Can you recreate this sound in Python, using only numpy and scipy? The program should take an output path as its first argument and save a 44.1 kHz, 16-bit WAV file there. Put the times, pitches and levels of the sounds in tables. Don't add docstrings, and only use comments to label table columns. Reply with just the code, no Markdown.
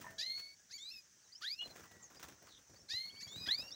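import sys
import numpy as np
from scipy import signal
from scipy.io import wavfile
from scipy.ndimage import uniform_filter1d

SR = 44100
rng = np.random.default_rng(int(sys.argv[2]) if len(sys.argv) > 2 else 0)


def boost_factor(decibels):
    exponent = np.asarray(decibels, float) / 20
    return 10 ** exponent


def int16_out(signal):
    q = np.round(np.clip(np.atleast_2d(signal).T, -1, 1) * 32767)
    wavfile.write(sys.argv[1], SR, q.astype(np.int16))


N = 165375

# time in seconds, pitch in Hz, level of the second partial in dB.
LEFT_CALL_1 = [(0.179, 1643, -60), (.205, 1756, -49), (.235, 1987, -42), (.252, 2026, -50),
               (0.267, 2082, -41), (0.283, 2098, -46), (0.301, 2112, -40.5), (0.386, 2186, -47.5),
               (0.548, 2244, -64)]
LEFT_CALL_2 = [(.692, 1300, -105), (.72, 1893, -66), (.744, 2286, -48.5), (.778, 2283, -52.5)]
LEFT_CALL_3 = [(.78, 2094, -56), (.84, 2266, -75), (0.871, 2397, -58.5), (0.904, 2443, -54),
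               (.918, 2700, -53.5), (0.986, 2510, -54.5), (1.015, 2447, -71)]
LEFT_CALL_4 = [(1.41, 1118, -89), (1.446, 1596, -43.5), (1.484, 2030, -42.5), (1.539, 2510, -43),
               (1.551, 2560, -67), (1.6, 2820, -63)]
LEFT_CALL_5 = [(2.888, 1548, -80), (2.92, 1847, -44.5), (2.96, 2034, -41.5), (3.02, 2115, -44.5),
               (3.09, 2175, -49.5), (3.11, 2206, -64.5), (3.2, 2252, -55.5), (3.27, 2300, -57)]
LEFT_CALL_6 = [(3.205, 1619, -76), (3.231, 2202, -49.5), (3.25, 2336, -54), (3.27, 2375, -62)]
LEFT_CALL_7 = [(3.275, 2163, -59), (3.35, 2246, -75), (3.378, 2446, -60.5), (3.44, 2484, -48.5),
               (3.49, 2480, -50), (3.52, 2470, -70)]
LEFT_CALL_8 = [(3.463, 1396, -80), (3.49, 1668, -35.5), (3.504, 1830, -43), (3.513, 1942, -31),
               (3.548, 2230, -35), (3.572, 2360, -62), (3.586, 2403, -37.5), (3.64, 2743, -58.5),
               (3.7, 2816, -59)]
# time in seconds, pitch in Hz, level of the lowest partial in dB.
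RIGHT_CALL_1 = [(0.181, 2190, -67), (0.202, 2353, -59.5), (0.213, 2470, -58.5), (0.242, 2900, -62),
                (.27, 3020, -65), (0.329, 3330, -74)]
RIGHT_CALL_2 = [(.69, 1750, -90), (0.711, 2415, -75), (0.726, 2600, -65), (0.739, 3040, -83)]
RIGHT_CALL_3 = [(.775, 3230, -61), (0.839, 3740, -52), (0.889, 4090, -52.5), (0.904, 4300, -54.5),
                (.918, 4000, -65), (0.931, 3450, -73), (0.944, 3780, -66), (0.984, 3700, -73)]
RIGHT_CALL_4 = [(1.416, 1640, -56), (1.437, 2150, -64.5), (1.46, 2350, -81), (1.478, 2430, -78),
                (1.5, 3100, -68), (1.557, 3850, -63.5)]
RIGHT_CALL_5 = [(2.884, 2000, -69.5), (2.908, 2435, -61), (2.928, 2607, -62.5), (2.969, 2950, -62.5),
                (3.0, 3060, -71), (3.051, 3160, -72)]
RIGHT_CALL_6 = [(3.194, 2350, -79), (3.213, 2600, -65), (3.237, 2970, -77)]
RIGHT_CALL_7 = [(3.27, 3248, -59), (3.383, 3960, -49), (3.46, 3850, -57)]
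RIGHT_CALL_8 = [(3.458, 1810, -56.5), (3.474, 2002, -47), (3.485, 2360, -88), (3.509, 2880, -85),
                (3.561, 3650, -56), (3.588, 3640, -69), (3.608, 3780, -59), (3.632, 3900, -46.5)]
# multiple of the pitch, level in dB.
LEFT_PARTIALS = [(1, 3.5), (2, 0), (3, -16), (4, -3.5), (5, -0.5), (6, -5), (7, -5.5)]
# times left pitch, times right pitch, level in dB.
SUM_TONES = [(1, 1, -3), (2, 1, -3.5), (1, 2, -5.5)]
VOICE_CATCHES = [0.2237, 1.46, 1.467, 1.494, 1.503, 1.523, 3.473, 3.482, 3.525, 3.535, 3.544]
# level in dB, centre in Hz.
CALL_RASPS = [(-4.5, 5000), (-3, 5600), (-20, 4500), (-6.5, 5100), (-4, 5200), (-7, 6800), (-12, 5000),
              (-9.5, 4600)]
# frequency in Hz, gain in dB.
THROAT_AND_BEAK = [(1700, -6), (2400, -17.5), (3400, -5), (4800, -2), (5700, -13), (7200, -12.5),
                   (8000, -29.5), (11000, -24.5)]
# start in
# seconds, length in seconds, level in dB, first and last pitch in Hz.
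SHORT_PEEPS = [(1.606, 0.03, -50.5, 3170, 3430), (1.32, 0.026, -55, 4170, 4970),
               (1.347, 0.027, -51, 4480, 5450), (1.577, 0.042, -52.5, 4270, 4170),
               (1.588, 0.054, -40, 2800, 2908), (1.631, 0.039, -51, 4300, 4100),
               (1.693, 0.031, -56.5, 4300, 4115), (1.834, 0.26, -66, 1987, 1918),
               (2.026, 0.041, -55.5, 6640, 6460), (2.156, 0.03, -57, 4630, 4960),
               (2.751, 0.03, -63.5, 4100, 4700), (2.78, 0.059, -65, 5080, 5560),
               (3.095, 0.022, -56.5, 2720, 3350), (3.159, 0.029, -58, 2730, 3300),
               (3.678, 0.019, -49.5, 4400, 4820), (1.215, .03, -73, 4500, 4700),
               (1.238, .05, -72.5, 4200, 3850), (1.282, 0.0516, -75.5, 1740, 2020),
               (1.369, .022, -57.5, 5530, 5700), (1.349, .02, -66, 2820, 3120),
               (0.576, 0.06, -70, 1617, 1670), (2.018, .04, -58.5, 7600, 7130),
               (3.196, 0.059, -55, 4500, 6910), (.715, 0.056, -52.5, 5300, 7030),
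               (3.706, 0.035, -46, 4320, 5710), (3.714, 0.071, -51.5, 3400, 4080)]
# start in seconds, length in seconds, level in dB, first and last pitch in Hz.
FAR_SQUAWK = (2.465, .14, -63.5, 4901, 3401)
# time in seconds, peak in dB, level of the low part in dB.
WIRE_SCUFFS = [(0.012, -56, 5), (0.104, -61.5, 12.5), (0.377, -53.5, -16), (1.6733, -61.5, 5),
               (1.76, -56.5, 13), (1.796, -59.5, 16.5), (1.8345, -60.5, 18), (2.103, -65.5, 17),
               (2.2283, -50.5, 6.5), (2.285, -62, 4), (3.359, -59.5, 9), (3.475, -59.5, 22.5),
               (1.127, -77, -16), (1.618, -61, 4.5), (1.656, -65, 16), (1.705, -65, 12), (1.749, -67, 3),
               (1.9127, -63, 14), (1.939, -77, 23), (2.148, -61.5, 8), (2.196, -57.5, 12), (2.24, -61, 1),
               (2.423, -65, 12), (2.4708, -66, 14), (2.5856, -69.5, 15), (2.6963, -74.5, 21),
               (2.7343, -69.5, 18), (2.935, -63, 16.5), (3.056, -65, 11.5), (3.142, -68, 13),
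               (3.223, -68.5, 14), (3.266, -69.5, 21.5), (3.318, -62.5, 11.5), (3.589, -63.5, 18.5),
               (3.626, -65.5, 17), (3.701, -66, 15), (.395, -58, -9), (1.409, -62, 2)]
# frequency in Hz, level in dB.
SCRAPE_COLOUR = [(1000, -14), (1600, -6), (4500, -13.5), (6400, -8.5), (11000, -22.5), (13500, -31),
                 (15300, -8)]
# frequency in Hz, level in dB.
SHUFFLE_COLOUR = [(40, -10), (85, -0.5), (200, -3.5), (560, -8.5), (1900, -14), (2600, -35.5)]
# time in seconds, level in dB.
STIRRING = [(0, -62), (.08, -61), (.19, -71), (.6, -77.5), (1.58, -78), (1.66, -67), (2.15, -68.5),
            (2.3, -61), (2.39, -72), (2.5, -67), (2.66, -75), (2.76, -68), (2.88, -75.5), (3.2, -71.5),
            (3.46, -63), (3.75, -67.5)]
# frequency in Hz, level in dB, seconds to fall 60 dB.
FEEDER_TONES = [(653.3, -58.5, 1), (971, -42.5, 0.12), (1806, -46.5, 0.22)]
# time in seconds, level in dB.
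FEEDER_KNOCKS = [
    (.043, -8),
    (.056, -9),
    (.066, -4.5),
    (0.081, -10.5),
]
# frequency in Hz, level in dB.
HISS_COLOUR = [(40, -35), (90, -8), (700, -31), (1700, -11.5), (2600, -16.5), (4500, -15.5), (6000, -1),
               (13000, -37.5), (15300, -17.5)]

STEADY_DB, BROKEN_DB = 4, 5.5
PITCH_JITTER = 0.00667


def read(points, hz):
    f, value = np.transpose(points)
    return np.interp(np.log(hz + 1), np.log(f + 1), value)


def slow(length, span):
    x = uniform_filter1d(rng.standard_normal(length), size=span)
    x = uniform_filter1d(x, size=span)
    return x / x.std()


def noise(spectrum, patchy_db):
    a, b, patch = rng.standard_normal((N // 128 + 5, 257, 3)).T
    patch = uniform_filter1d(uniform_filter1d(patch, 6, 0), 12, 1)
    colour_db = read(spectrum, np.fft.rfftfreq(512, 1 / SR))[:, None]
    z = (a + 1j * b) * boost_factor(colour_db + patchy_db * patch / patch.std())
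    x = signal.istft(z, nperseg=512, noverlap=384)[1][:N]
    return x / x.std()


def band(length, hz, width_hz):
    span = round(SR / width_hz)
    turn = 2 * np.pi * np.cumsum(hz * np.ones(length)) / SR
    return slow(length, span=span) * np.cos(turn) + slow(length, span=span) * np.sin(turn)


def hiss():
    return boost_factor(-67) * noise(HISS_COLOUR, 1.6)


def scuffs():
    t, high, low = np.arange(N) / SR, np.zeros(N), np.zeros(N)
    for s, db, low_db in WIRE_SCUFFS:
        u = np.maximum(t - s + 0.0018, 0)
        shape = np.minimum(u / 0.0029, 1) * np.exp(-u / 0.016) * boost_factor(db)
        high += shape
        low += shape * boost_factor(low_db)
    grit = boost_factor(3.17 * slow(N, span=50))
    stir = boost_factor(np.interp(t, *np.transpose(STIRRING)) + 1.4 * slow(N, span=700))
    bright = boost_factor(3) * high + boost_factor(-9.5) * stir ** 2 / stir.mean()
    dull = boost_factor(-11.5) * low + stir
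    return grit * bright * noise(SCRAPE_COLOUR, 1.6) + dull * noise(SHUFFLE_COLOUR, 3.0)


def feeder():
    t, out = np.arange(N) / SR, np.zeros(N)
    for s, knock_db in FEEDER_KNOCKS:
        for hz, db, t60 in FEEDER_TONES:
            fade = boost_factor(knock_db + db - 60 * abs(t - s) / t60) * (t > s)
            out += fade * np.sin(2 * np.pi * hz * (t - s))
    return out * boost_factor(5.7 * np.minimum(slow(N, span=60), .8))


def squawk():
    s, length, db, first_hz, last_hz = FAR_SQUAWK
    u, out = np.linspace(0, 1, round(length * SR)), np.zeros(N)
    hz = last_hz + (first_hz - last_hz) * (1 - u) ** 2
    swell = boost_factor(db + 3.2 * slow(len(u), span=150)) * np.sin(np.pi * u)
    out[round(s * SR):][:len(u)] = swell * band(len(u), hz, 900)
    return out


def peeps():
    out = np.zeros(N + SR)
    for s, length, db, first_hz, last_hz in SHORT_PEEPS:
        u = np.linspace(0, 1, round(length * SR))
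        hz = last_hz + (first_hz - last_hz) * (1 - u) ** 2.4
        turn = 2 * np.pi * np.cumsum(hz) / SR
        out[round(s * SR):][:len(u)] += boost_factor(db) * np.sqrt(abs(np.sin(np.pi * u))) * np.sin(turn)
    return out[:N] * boost_factor(5 * np.minimum(slow(N, span=150), .5))


def room(x):
    at = np.arange(90, 12000, 22) + rng.integers(0, 22, 542)
    taps = np.zeros(12100)
    taps[at] = rng.choice([-1., 1.], len(at)) * boost_factor(-60 * at / SR / 0.1)
    return signal.fftconvolve(x, taps / np.linalg.norm(taps))[:N]


def side(curve, t):
    s, hz, db = np.transpose(curve)
    gate = np.clip(np.minimum(t - s[0], s[-1] - t) / 0.005, 0, 1)
    pitch = uniform_filter1d(np.interp(t, s, hz), size=300)
    pitch = pitch * (1 + PITCH_JITTER * slow(len(t), span=60))
    return 2 * np.pi * np.cumsum(pitch) / SR, pitch, gate * np.sqrt(2) * boost_factor(np.interp(t, s, db))


def finch(left, right, rasp_db, rasp_hz):
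    first = round(SR * min(left[0][0], right[0][0]) - 500)
    last = round(SR * max(left[-1][0], right[-1][0]) + 500)
    at = np.arange(first, last)
    length, since = len(at), np.arange(len(at)) / SR
    a, a_hz, a_gain = side(left, at / SR)
    b, b_hz, b_gain = side(right, at / SR)
    a_gain = a_gain / boost_factor(read(THROAT_AND_BEAK, 2 * a_hz))
    b_gain = b_gain / boost_factor(read(THROAT_AND_BEAK, b_hz))
    hold = 0.56
    held = a_gain ** hold * boost_factor(-51 * (1 - hold))
    both = a_gain ** 0.28 * b_gain ** 0.69 * (0.18 + np.exp(-since / .05)) * boost_factor(4)

    parts = [((a_gain if 1 < k < 4 else held) * boost_factor(db), k, 0) for k, db in LEFT_PARTIALS]
    parts += [(b_gain, 0, 1), (b_gain * boost_factor(2.0), 0, 2), (b_gain * boost_factor(-12), 0, 3)]
    parts += [(both * boost_factor(db), m, n) for m, n, db in SUM_TONES]
    voice = np.zeros(length)
    for gain, m, n in parts:
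        waver_db = STEADY_DB if m + 2 * n < 3 else BROKEN_DB
        beak_db = read(THROAT_AND_BEAK, abs(m * a_hz + n * b_hz))
        level = boost_factor(beak_db + waver_db * np.minimum(slow(length, span=170), .5))
        voice += gain * level * np.sin(m * a + n * b)

    rasp = both * boost_factor(rasp_db + 2.1 * slow(length, span=90)) * np.exp(-since / 0.051)
    rasp = rasp * (band(length, rasp_hz, 3500) + boost_factor(-15.5) * band(length, 8700, 9000))
    haze = (a_gain + b_gain) * boost_factor(-27) * band(length, 1.8 * a_hz, 1530)
    out = np.zeros(N)
    out[at] = voice + rasp + haze
    return out


def finches():
    pairs = [(LEFT_CALL_1, RIGHT_CALL_1), (LEFT_CALL_2, RIGHT_CALL_2), (LEFT_CALL_3, RIGHT_CALL_3),
             (LEFT_CALL_4, RIGHT_CALL_4), (LEFT_CALL_5, RIGHT_CALL_5), (LEFT_CALL_6, RIGHT_CALL_6),
             (LEFT_CALL_7, RIGHT_CALL_7), (LEFT_CALL_8, RIGHT_CALL_8)]
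    calls = sum(finch(*pair, *rasp) for pair, rasp in zip(pairs, CALL_RASPS))
    t, catch_s = np.arange(N) / SR, .0018
    dips = sum(np.exp(-((t - s) / catch_s) ** 2) for s in VOICE_CATCHES)
    return calls * (1 - 0.54 * dips)


def scene():
    near = finches()
    far = peeps() + squawk()
    echoes = room(boost_factor(-12) * near + boost_factor(-10) * far)
    return (near + far + echoes + scuffs() + feeder() + hiss())[None]


def band_limit(x):
    return signal.sosfilt(signal.butter(12, 15920, fs=SR, output="sos"), x)


def record(dry):
    treble_cut = signal.firwin(511, 15850, window=("kaiser", 9), fs=SR)
    mix = signal.oaconvolve(dry, treble_cut[None], "same")
    low_cut = signal.butter(4, 57.5, "high", fs=SR, output="sos")
    mix = signal.sosfilt(low_cut, mix)
    return band_limit(mix)


dry = scene()
out = record(dry)
int16_out(out)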